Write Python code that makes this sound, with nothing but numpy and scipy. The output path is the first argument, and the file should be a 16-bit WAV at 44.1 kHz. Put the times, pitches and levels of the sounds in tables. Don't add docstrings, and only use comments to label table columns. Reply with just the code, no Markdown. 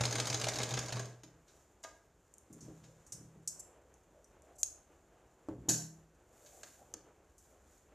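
import sys
import numpy as np
from scipy import signal
from scipy.io import wavfile

SR = 44100
rng = np.random.default_rng(int(sys.argv[2]) if len(sys.argv) > 2 else 0)


def file_out(sig):
    cols = np.atleast_2d(sig).T
    lim = np.clip(cols, -1, 1)
    pcm = np.round(lim * 32767).astype(np.int16)
    wavfile.write(sys.argv[1], SR, pcm)


N = 350300
TIME = np.arange(N) / SR
RING = np.arange(SR * 3 // 4) / SR
BINS = np.fft.rfftfreq(8192, 1 / SR)

# share of the turn,
# relative level in dB, tilt in dB per octave, share of the stitch's force that it follows.
KNOCK_PLACES = [(0.16, -41, -3, 1.5), (0.385, -31.5, 4, 0.91), (0.497, -27, 2, 1.3), (0.54, -33, -1.5, 0.2),
                (0.695, -25, 0.8, 0.62), (0.888, -27.5, -0.5, 1.5), (1, -23, 1.9, 1.4)]
# start in seconds, relative level in dB.
FOLD_PUNCHES = [(0.007, -25), (0.186, -33), (0.467, -32), (0.6, -27), (0.773, -28), (0.9216, -36),
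                (0.967, -35.5), (.995, -34)]
# frequency in Hz, relative level in dB.
KNOCK_SPECTRUM = [(25, -11), (100, -1.5), (300, -5), (800, 3.5), (1500, -2.5), (2800, -2.5), (4200, 0),
                  (6500, -1.5), (8000, -7.5), (10500, -17), (14500, -29.5)]
# frequency in Hz, relative level in dB.
WHIRR_SPECTRUM = [(25, -16.5), (90, -5), (200, -3.5), (330, -5.5), (800, -6), (1300, -8), (2800, -14),
                  (4500, -20), (6800, -17), (8000, -20.5), (11000, -29.5), (14500, -38)]


def machine(knock_db=-7, knock_rise=0.0032, knock_decay=0.006, uneven_db=0.4,
            punch_db=-6, punch_decay=0.008, punch_tilt=-4.0,
            whirr_db=-3.3, linkage_db=-52, rattle_db=-5.5):
    shell = housing()
    hits = []
    for end, force_db, slowing, length in turns():
        for share, db, hardness, follow in KNOCK_PLACES:
            hit_db = knock_db + db + follow * force_db + uneven_db * rng.standard_normal()
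            hits.append((moment(share, end, length, slowing), hit_db, knock_decay, hardness))
    punches = [(s, db + punch_db, punch_decay, punch_tilt) for s, db in FOLD_PUNCHES]
    out = np.zeros(N)
    for s, db, decay, hardness in hits + punches:
        if s > 0:
            spot = ripple(depth_db=2.8, spacing_hz=400)
            shape_db = read(KNOCK_SPECTRUM) + shell + tilt(hardness) + spot
            add(out, s, blow(db, knock_rise, decay, shape_db))
    gears = unit(colour(grains(spread_db=2.0, per_s=700), read(WHIRR_SPECTRUM) + shell))
    running = drive() * (amp(whirr_db) * gears + amp(rattle_db) * rattle())
    return out + running + amp(linkage_db) * coasting() * linkage_ring()


# end in seconds, force in dB, share by which it slows in the turn.
STITCH_TURNS = [(0.0515, 1, 0.0024), (0.1977, 1, 0.0029), (0.342, 0.5, 0.006), (0.483, 0.5, 0.00075),
                (0.63, -1.5, 0.022), (0.7882, -3, 0.076), (0.993, -6.5, 0.18)]


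def turns():
    lengths = np.diff([row[0] for row in STITCH_TURNS])
    return [(*row, length) for row, length in zip(STITCH_TURNS, np.r_[lengths[0], lengths])]


def moment(share, end, length, slowing):
    return end - length * (1 - share) * (1 + slowing * share)


DRIVE_DB, DRIVE_FOLLOW, DRIVE_SWELL_DB, COAST_DB_PER_S = -45, 0.74, 0.8, 133


def drive():
    ends, force_db = np.transpose(STITCH_TURNS)[:2]
    turn = np.interp(TIME, ends, np.arange(len(ends)))
    followed_db = DRIVE_FOLLOW * np.interp(TIME, ends, force_db)
    swell_db = DRIVE_SWELL_DB * np.cos(2 * np.pi * turn)
    return amp(DRIVE_DB + followed_db + swell_db) * coasting()


def coasting():
    return amp(-COAST_DB_PER_S * np.clip(TIME - STITCH_TURNS[-1][0], 0, 1))


# frequency in Hz, width in Hz, height in dB.
SHELL_MODES = [(323, 40, 1), (419.7, 70, 6), (536, 60, 1), (626, 70, 6.5), (788, 81, 1.5), (1013, 73, -2),
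               (1638, 68, 7), (1847, 72, -0.5), (2155, 170, 4.5), (3750, 220, 3), (6610, 630, 7)]


def housing():
    return sum(db / (1 + (2 * (BINS - hz) / width) ** 2) for hz, width, db in SHELL_MODES)


def linkage_ring(count=6, sway=0.0348, fall_db=6.5):
    out = np.zeros(N)
    for hz, width, db in SHELL_MODES[:count]:
        cycles = np.cumsum(hz * (1 + sway * drift(N, per_s=25))) / SR
        out += amp(db - fall_db * np.log2(hz)) * drift(N, per_s=width) * np.sin(2 * np.pi * cycles)
    return unit(out)


def rattle(count=20, per_s=11, spread_db=1.5):
    shell_db = read(KNOCK_SPECTRUM) + housing()
    parts = [shell_db + ripple(depth_db=6, spacing_hz=300) for _ in range(count)]
    return unit(sum(unit(colour(crackle(per_s, spread_db), shape_db)) for shape_db in parts))


# start in seconds, relative level in dB,
# rise in seconds.
TABLE_ROCKS = [(0, -32, 0.013), (0.132, -39, 0.059), (0.277, -39.5, 0.043), (0.411, -40.5, 0.05),
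               (0.568, -39.5, 0.04), (0.702, -36.5, 0.041), (0.915, -37.5, 0.047), (1.072, -56, .03)]
ROCK_HZ, ROCK_WAVER, ROCK_DECAY_S = 120.5, 0.036, 0.061


def rocking(rock_db=-1.0, uneven=0.15, upper_hz=200, upper_db=-15):
    out = np.zeros(N)
    for s, db, rise in TABLE_ROCKS:
        onset = np.sin(np.pi / 2 * np.minimum(RING / rise, 1))
        swell = onset * np.exp(-np.maximum(RING - rise, 0) / ROCK_DECAY_S)
        for hz, mode_db in [(ROCK_HZ, 0), (upper_hz, upper_db)]:
            cycles = np.cumsum(hz * (1 + ROCK_WAVER * drift(len(RING), per_s=48))) / SR
            strength = swell * (1 + uneven * drift(len(RING), per_s=95))
            add(out, s, amp(db + rock_db + mode_db) * strength * np.sin(2 * np.pi * cycles))
    return out


# start in seconds,
# level in dB, rise in seconds, decay in seconds, tilt in dB per octave, added ring in dB relative to the clack.
HARD_CLACKS = [(1.055, -48.5, 0.0018, 0.0042, 4, -24.5), (1.2338, -51, 0.0012, 0.0082, 1.5, -15),
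               (1.475, -64.5, 0.0088, 0.029, 2.5, -22), (1.835, -44.5, 0.0054, 0.006, 1.5, -6),
               (1.845, -45.5, 0.0032, 0.0054, -5, -2.5), (2.833, -61.5, 0.0097, 0.019, 1, -28.5),
               (3.1222, -49, 0.0018, 0.013, 9, -26), (6.461, -58.5, 0.0014, 0.016, 2, -25),
               (6.631, -46, 0.0032, 0.0066, 0.5, -32), (6.938, -48.5, 0.0012, 0.005, -3, -29)]
# frequency in Hz, relative level in dB.
CLACK_SPECTRUM = [(100, -22), (400, -10.5), (650, 2.5), (1000, -4), (1500, 1), (2500, -2), (5000, -0.5),
                  (7000, 0), (9000, -11.5), (14500, -23)]
# frequency in Hz, relative level in dB, t60 in seconds.
PRESSER_MODES = [(640, 2.5, 0.11), (963, -2, 0.07), (1220, -2, 0.1), (1630, 0, 0.094)]


def clacks():
    out = np.zeros(N)
    for s, db, rise, decay, hardness, ring_db in HARD_CLACKS:
        clack = blow(db, rise, decay, read(CLACK_SPECTRUM) + housing() + tilt(hardness))
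        add(out, s, clack + amp(db + ring_db) * ring(PRESSER_MODES, rise))
    return out


# start in seconds,
# level in dB, decay in seconds, tilt in dB per octave.
STEEL_TOUCHES = [(1.829, -58, 0.016, 2), (2.339, -50, 0.0024, 6), (2.382, -49.5, 0.002, 12),
                 (2.527, -54.5, 0.012, 9), (2.604, -56, 0.032, -3), (3.064, -59, 0.018, 4),
                 (3.1207, -41.5, 0.015, 1), (3.475, -31.5, 0.0095, 1.5), (3.94, -57.5, 0.0025, 6),
                 (4.243, -57.5, 0.0043, 4), (4.4205, -56, 0.0015, 7), (6.632, -47, 0.0038, -5),
                 (7.379, -61, 0.019, 6)]
TOUCH_RISE = 0.14
# start in seconds, level in dB, length in seconds,
# start pitch in Hz, end pitch in Hz, scraping noise in dB relative to the squeak's peak.
BLADE_SLIDES = [(3.591, -48, 0.023, 7800, 7100, -5), (3.594, -62, .014, 5700, 5300, -9),
                (3.594, -56, 0.012, 10100, 11000, 3), (4.553, -68, 0.019, 8100, 7700, -1),
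                (4.578, -57, 0.052, 7700, 7100, 2)]
# frequency in Hz, relative level in dB.
STEEL_SPECTRUM = [(200, -32), (1500, -31.5), (3500, -21.5), (5000, -6.5), (6200, 6.5), (7300, 4.5),
                  (8500, -1), (11000, -11), (14500, -21)]


def steel_contacts(ring_db=-31, full_ring_s=0.007, waver=0.025):
    out = np.zeros(N)
    for s, db, decay, hardness in STEEL_TOUCHES:
        rise = TOUCH_RISE * decay
        ringing = amp(db + ring_db) * min(decay / full_ring_s, 1) ** 0.5
        shape_db = read(STEEL_SPECTRUM) + tilt(hardness) + ripple(depth_db=2, spacing_hz=450)
        add(out, s, blow(db, rise, decay, shape_db) + ringing * blade_ring(rise))
    for s, db, length, start_hz, end_hz, scrape_db in BLADE_SLIDES:
        count = int(length * SR)
        hz = np.linspace(start_hz, end_hz, count) * (1 + waver * drift(count, per_s=2000))
        squeak = np.sin(2 * np.pi * np.cumsum(hz) / SR)
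        noise = unit(colour(rng.standard_normal(count), read(STEEL_SPECTRUM) + tilt(7.7)))
        window = signal.windows.tukey(count, 0.5)
        add(out, s, amp(db) * window * (squeak + amp(scrape_db) * noise))
    return out


# frequency in Hz, relative level in dB.
SHEARS_MODES = [(4740, -10), (5524, -3), (5640, -3), (6170, -5.5), (6277, -1), (6440, -5), (6745, -0.5),
                (7200, -10), (7384, -1), (7815, -6), (8200, -10.5), (10880, -16.5)]


def blade_ring(rise, t60=0.27):
    return ring([(hz, db, t60) for hz, db in SHEARS_MODES], rise)


# start in seconds, relative level in dB.
BLADE_SNAPS = [(4.6313, -11), (4.6331, -13.5), (4.635, -22.5)]
# frequency in Hz, relative level in dB.
SNIP_MODES = [(5730, -10.5), (6270, -5), (6780, -2.5), (8000, -13), (9200, -20), (10350, -16.5),
              (11940, -26)]


def snip(contact=0.0001, t60=0.0062, low_cut_hz=4600, chatter_db=-41, chatter_decay=0.012):
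    out = np.zeros(N)
    modes = [(hz, mode_db, t60) for hz, mode_db in SNIP_MODES]
    for s, db in BLADE_SNAPS:
        add(out, s, amp(db) * ring(modes, contact))
    chatter = blow(chatter_db, 0.002, chatter_decay, read(STEEL_SPECTRUM) + tilt(1.5))
    add(out, BLADE_SNAPS[0][0], chatter)
    return signal.sosfilt(signal.butter(3, low_cut_hz, "high", fs=SR, output="sos"), out)


# frequency in Hz, relative level in dB.
CLICK_SPECTRUM = [(600, -26), (1400, -11), (2900, -3), (7000, 1), (14500, -5)]


def snap_click(s=4.6319, db=-30, decay=0.0012):
    out = np.zeros(N)
    add(out, s, blow(db, 0.0001, decay, read(CLICK_SPECTRUM)))
    return out


def steel_catch(s=6.9392, db=-32.5, decay=0.002, low_cut_hz=5400):
    out = np.zeros(N)
    add(out, s, blow(db, 0, decay, read(STEEL_SPECTRUM)))
    return signal.sosfilt(signal.butter(6, low_cut_hz, "high", fs=SR, output="sos"), out)


# start in seconds, level in dB.
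SHEARS_LANDINGS = [(5.6862, -28), (5.689, -25), (5.6935, -25.5), (5.703, -30), (5.71, -33), (5.735, -42)]
# frequency in Hz, relative level in dB.
CLATTER_SPECTRUM = [(290, -28), (500, -10), (854, -14.5), (1290, -24), (1600, -12.5), (2100, -24.5),
                    (4080, -12), (5260, -8.5), (6870, 3.5), (8730, -15), (10600, -12.5), (14500, -25)]


def shears_laid_down(rise=0.0025, decay=0.006, ring_db=-22):
    out = np.zeros(N)
    for s, db in SHEARS_LANDINGS:
        clang = blow(db, rise, decay, read(CLATTER_SPECTRUM) + ripple(depth_db=1.5, spacing_hz=348))
        add(out, s, clang + amp(db + ring_db) * blade_ring(rise))
    return out


# start in seconds, relative level in dB, contact in seconds,
# strongest frequency in Hz.
TABLE_BUMPS = [(1.236, -55, 0.0016, 252), (2.498, -52.5, 0.0078, 213), (2.61, -50.5, 0.014, 109),
               (2.636, -50, 0.0096, 115), (2.68, -48, 0.004, 346), (2.812, -53, 0.0098, 111),
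               (3.123, -52, 0.0064, 125), (3.178, -58.5, 0.0052, 192), (3.205, -52.5, 0.0065, 164),
               (3.353, -55, 0.0062, 148), (5.4855, -37, 0.0013, 385), (5.495, -47.5, 0.0043, 110),
               (5.573, -42.5, 0.0082, 60), (5.652, -49, 0.0066, 116), (5.684, -33.5, 0.0024, 226),
               (6.795, -60, 0.0088, 65), (6.938, -52.5, .0025, 484)]
# frequency in Hz, relative level in dB, t60 in seconds.
TABLE_MODES = [(60.3, -9, .45), (124.5, -3.5, 0.42), (160.5, -5.5, 0.62), (196, -1.5, 0.28),
               (293.5, -2.5, 0.28), (319.1, 0, 0.27), (408, -10, 0.3), (538, -17, 0.38), (578, -15, 0.42)]
# frequency in Hz, relative level in dB.
THUD_SPECTRUM = [(40, -7.5), (100, -1), (330, 0), (600, -8.5), (1000, -20), (1600, -27.5), (6000, -56)]
# frequency in Hz, relative level in dB.
TAP_SPECTRUM = [(200, -9.5), (600, 5.5), (1100, -2.5), (2500, -41), (7000, -28), (14000, -58)]


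def table(focus_db=7, thud_db=-8.5, thud_decay=0.045, tap_db=-1, soft_db_per_s=3500):
    out = np.zeros(N)
    for s, db, contact, centre_hz in TABLE_BUMPS:
        modes = [(hz, mode_db - focus_db * np.log2(hz / centre_hz) ** 2, t60)
                 for hz, mode_db, t60 in TABLE_MODES]
        thud_shape_db = read(THUD_SPECTRUM) + tilt(2.9 * np.log2(centre_hz / 300))
        thud = blow(thud_db, contact, thud_decay, thud_shape_db)
        tap = blow(tap_db - soft_db_per_s * contact, 0.00048, 0.0057, read(TAP_SPECTRUM))
        add(out, s, amp(db) * (ring(modes, contact, scatter=0) + thud + tap))
    return out


# time of the fastest motion in seconds, relative level
# in dB, length in seconds, tilt in dB per octave.
CLOTH_STROKES = [(1.54, -71.5, 0.14, -0.5), (2.63, -68.5, 0.21, -1.5), (2.953, -72, 0.42, -2.5),
                 (6.515, -64.5, 0.32, 2), (6.68, -68, 0.11, 0), (7.436, -73, 0.15, 2.5),
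                 (7.709, -71.5, 0.14, 0.5)]
STROKE_RISE, STROKE_FALL, HELD_DB = 0.53, 1, -79.5
# frequency in Hz, relative level in dB.
CLOTH_SPECTRUM = [(200, 1.5), (700, 2.5), (1500, 0.5), (2600, -5.5), (5000, -6.5), (7000, 7.5),
                  (8500, -3.5), (11000, -8), (14500, -9)]


def cloth(cloth_db=0, snag_db=-7):
    friction = grains(spread_db=2.5, per_s=760) * amp(1.6 * drift(N, per_s=53))
    slips = unit(colour(friction, read(CLOTH_SPECTRUM)))
    snags = unit(colour(crackle(per_s=300, spread_db=2.0), read(CLOTH_SPECTRUM)))
    rustle = slips + amp(snag_db) * snags
    out = amp(HELD_DB) * slips
    for s, db, length, hardness in CLOTH_STROKES:
        away = (TIME - s) / (length * np.where(TIME < s, STROKE_RISE, STROKE_FALL))
        stretch = np.roll(rustle, rng.integers(N))
        out = out + amp(db + cloth_db) * np.exp(-away ** 2) * unit(colour(stretch, tilt(hardness)))
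    return out


# middle in seconds, level in dB,
# length in seconds, middle pitch in Hz, glide in octaves per second.
BED_RUBS = [(2.573, -61, 0.11, 305, -1), (2.7, -68.5, 0.15, 650, -1.5), (2.889, -67, 0.098, 459, 4),
            (3.849, -66, 0.077, 501, -0.5), (4.18, -67.5, 0.14, 593, 0.5), (4.55, -66, 0.35, 651, 0),
            (6.454, -61.5, 0.11, 543.6, 5), (6.549, -63.5, 0.13, 639, 1), (6.815, -63, 0.089, 674, -1)]


def rubs(width_hz=150, catch_db=3.5):
    out = np.zeros(N)
    for s, db, length, hz, glide in BED_RUBS:
        count = int(length * SR)
        octaves = glide * np.linspace(-length / 2, length / 2, count)
        cycles = np.cumsum(hz * 2 ** octaves) / SR
        noise = drift(count, 2 * width_hz) + 1j * drift(count, 2 * width_hz)
        friction = noise * amp(catch_db * drift(count, per_s=60.3))
        tone = unit((friction * np.exp(2j * np.pi * cycles)).real)
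        add(out, s - length / 2, amp(db) * tone * np.hanning(count))
    return out


# frequency in Hz, relative level in dB.
FLOOR_SPECTRUM = [(25, 5), (71, 2.5), (228, -6), (340, -7.5), (468, -15), (579, -15), (1100, -20),
                  (1550, -14.5), (1870, -25), (4740, -29), (7070, -29.5), (8510, -40.5), (13400, -43.5),
                  (14500, -33.5)]
# frequency in Hz, relative level in dB.
OUTSIDE_SPECTRUM = [(100, -22.5), (250, -5.5), (350, 2.5), (650, -1), (900, -5.5), (1500, -12),
                    (3000, -20.5), (6000, -44)]
# time in seconds, relative level in dB.
OUTSIDE_SWELL = [(1.3, -69), (2.1, -71), (4.3, -67), (5.45, -68), (6.5, -70), (7.2, -68.5), (7.7, -67.5)]


def background(floor_db=-71, wash_db=-1, waver_db=2.6, rumble_db=-5, rumble_hz=55):
    floor = amp(floor_db) * unit(colour(rng.standard_normal(N), read(FLOOR_SPECTRUM)))
    wash = unit(colour(grains(spread_db=waver_db, per_s=14), read(OUTSIDE_SPECTRUM)))
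    octave = rumble_hz * 2 ** np.array([-0.5, 0.5])
    band = signal.butter(2, octave, "band", fs=SR, output="sos")
    rumble = unit(signal.sosfilt(band, grains(spread_db=waver_db, per_s=11)))
    return floor + level(OUTSIDE_SWELL) * (amp(wash_db) * wash + amp(rumble_db) * rumble)


# frequency in Hz, t60 in seconds.
ROOM_DECAY = [(100, 0.65), (400, 0.54), (1500, 0.45), (4000, 0.37), (7000, 0.36), (14000, 0.4)]


def room(x, build_up=0.0046):
    sparse = rng.standard_normal(len(RING)) * (rng.random(len(RING)) < 5000 / SR)
    taps = sparse * (1 - np.exp(-RING / build_up))
    hz, t, z = signal.stft(taps, SR, nperseg=256)
    decay = np.exp(-np.log(1000) * t / read(ROOM_DECAY, hz)[:, None])
    tail = signal.istft(z * decay, SR)[1]
    return signal.fftconvolve(x, tail / np.linalg.norm(tail))[:N]


def amp(db):
    return 10 ** (np.asarray(db) / 20)


def unit(x):
    return x / np.sqrt(np.mean(x ** 2) + 1e-30)


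def read(points, hz=BINS):
    f, value = np.transpose(points)
    return np.interp(np.log(hz + 1), np.log(f + 1), value)


def level(curve):
    return amp(np.interp(TIME, *np.transpose(curve)))


def add(mix, s, sound):
    part = mix[max(round(s * SR), 0):][:len(sound)]
    part += sound[:len(part)]


def colour(x, shape_db):
    log_gain = np.log(amp(np.r_[shape_db, shape_db[-2:0:-1]]))
    taps = np.fft.ifft(np.exp(np.conj(signal.hilbert(log_gain)))).real
    return signal.fftconvolve(x, taps[:len(taps) // 2])[:len(x)]


def tilt(db_per_octave):
    return db_per_octave * np.log2(np.maximum(BINS, 200) / 2000)


def ripple(depth_db, spacing_hz):
    knots = rng.standard_normal(400)
    return depth_db * np.interp(BINS / spacing_hz, np.arange(len(knots)), knots)


def blow(db, rise, decay, shape_db):
    onset = np.minimum(RING / (rise + 1e-5), 1)
    envelope = onset * np.exp(-np.maximum(RING - rise, 0) / decay)
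    sound = colour(envelope * rng.choice([-1., 1.], len(RING)), shape_db)
    return amp(db) * sound * np.linalg.norm(envelope) / np.linalg.norm(sound)


def ring(modes, rise, scatter=1):
    sound = np.zeros(len(RING))
    for hz, db, t60 in modes:
        dying = np.exp(-np.log(1000) * RING / t60)
        sound += amp(db) * dying * np.sin(2 * np.pi * (hz * RING + scatter * rng.random()))
    return sound * (1 - np.exp(-RING / rise))


def drift(count, per_s):
    knots = rng.standard_normal(int(count / SR * per_s) + 3)
    return np.interp(np.arange(count) / SR * per_s, np.arange(len(knots)), knots)


def grains(spread_db, per_s):
    return rng.standard_normal(N) * amp(spread_db * drift(N, per_s))


def crackle(per_s, spread_db):
    hits = rng.standard_normal(N) * (rng.random(N) < per_s / SR)
    return hits * amp(spread_db * np.minimum(rng.exponential(1, N), 2))


# delay in seconds, gain as a factor.
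NEAR_ECHOES = [(.008, 0.062), (0.015, 0.037), (0.03, 0.082)]


def scene(side_db=-3):
    sources = [
        (machine(), -7), (rocking(), -14), (clacks(), -5), (steel_contacts(), -8), (snip(), -12.5),
        (snap_click() + steel_catch(), -15), (shears_laid_down(), -2), (table(), -11),
        (cloth() + rubs(), -5)]
    direct = sum(sound for sound, _ in sources)
    sent = sum(amp(wet_db) * sound for sound, wet_db in sources)
    early = sum(gain * np.interp(TIME - delay, TIME, direct, left=0) for delay, gain in NEAR_ECHOES)
    mid = direct + early + room(sent) + background()
    treble = signal.butter(10, 5300, "high", fs=SR, output="sos")
    side = amp(side_db) * signal.sosfilt(treble, room(sent))
    return np.array([mid + side, mid - side])


EDGE_HZ = 14520


def record(dry, low_cut_hz=42, ceiling_db=-14.0):
    thin = signal.sosfilt(signal.butter(3, low_cut_hz, "high", fs=SR, output="sos"), dry)
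    held = thin / (1 + (thin / amp(ceiling_db)) ** 6) ** (1 / 6)
    low_pass = signal.firwin(601, EDGE_HZ, window=("kaiser", 8), fs=SR)
    return signal.oaconvolve(held, low_pass[None], "same")


dry = scene()
out = record(dry)
file_out(out)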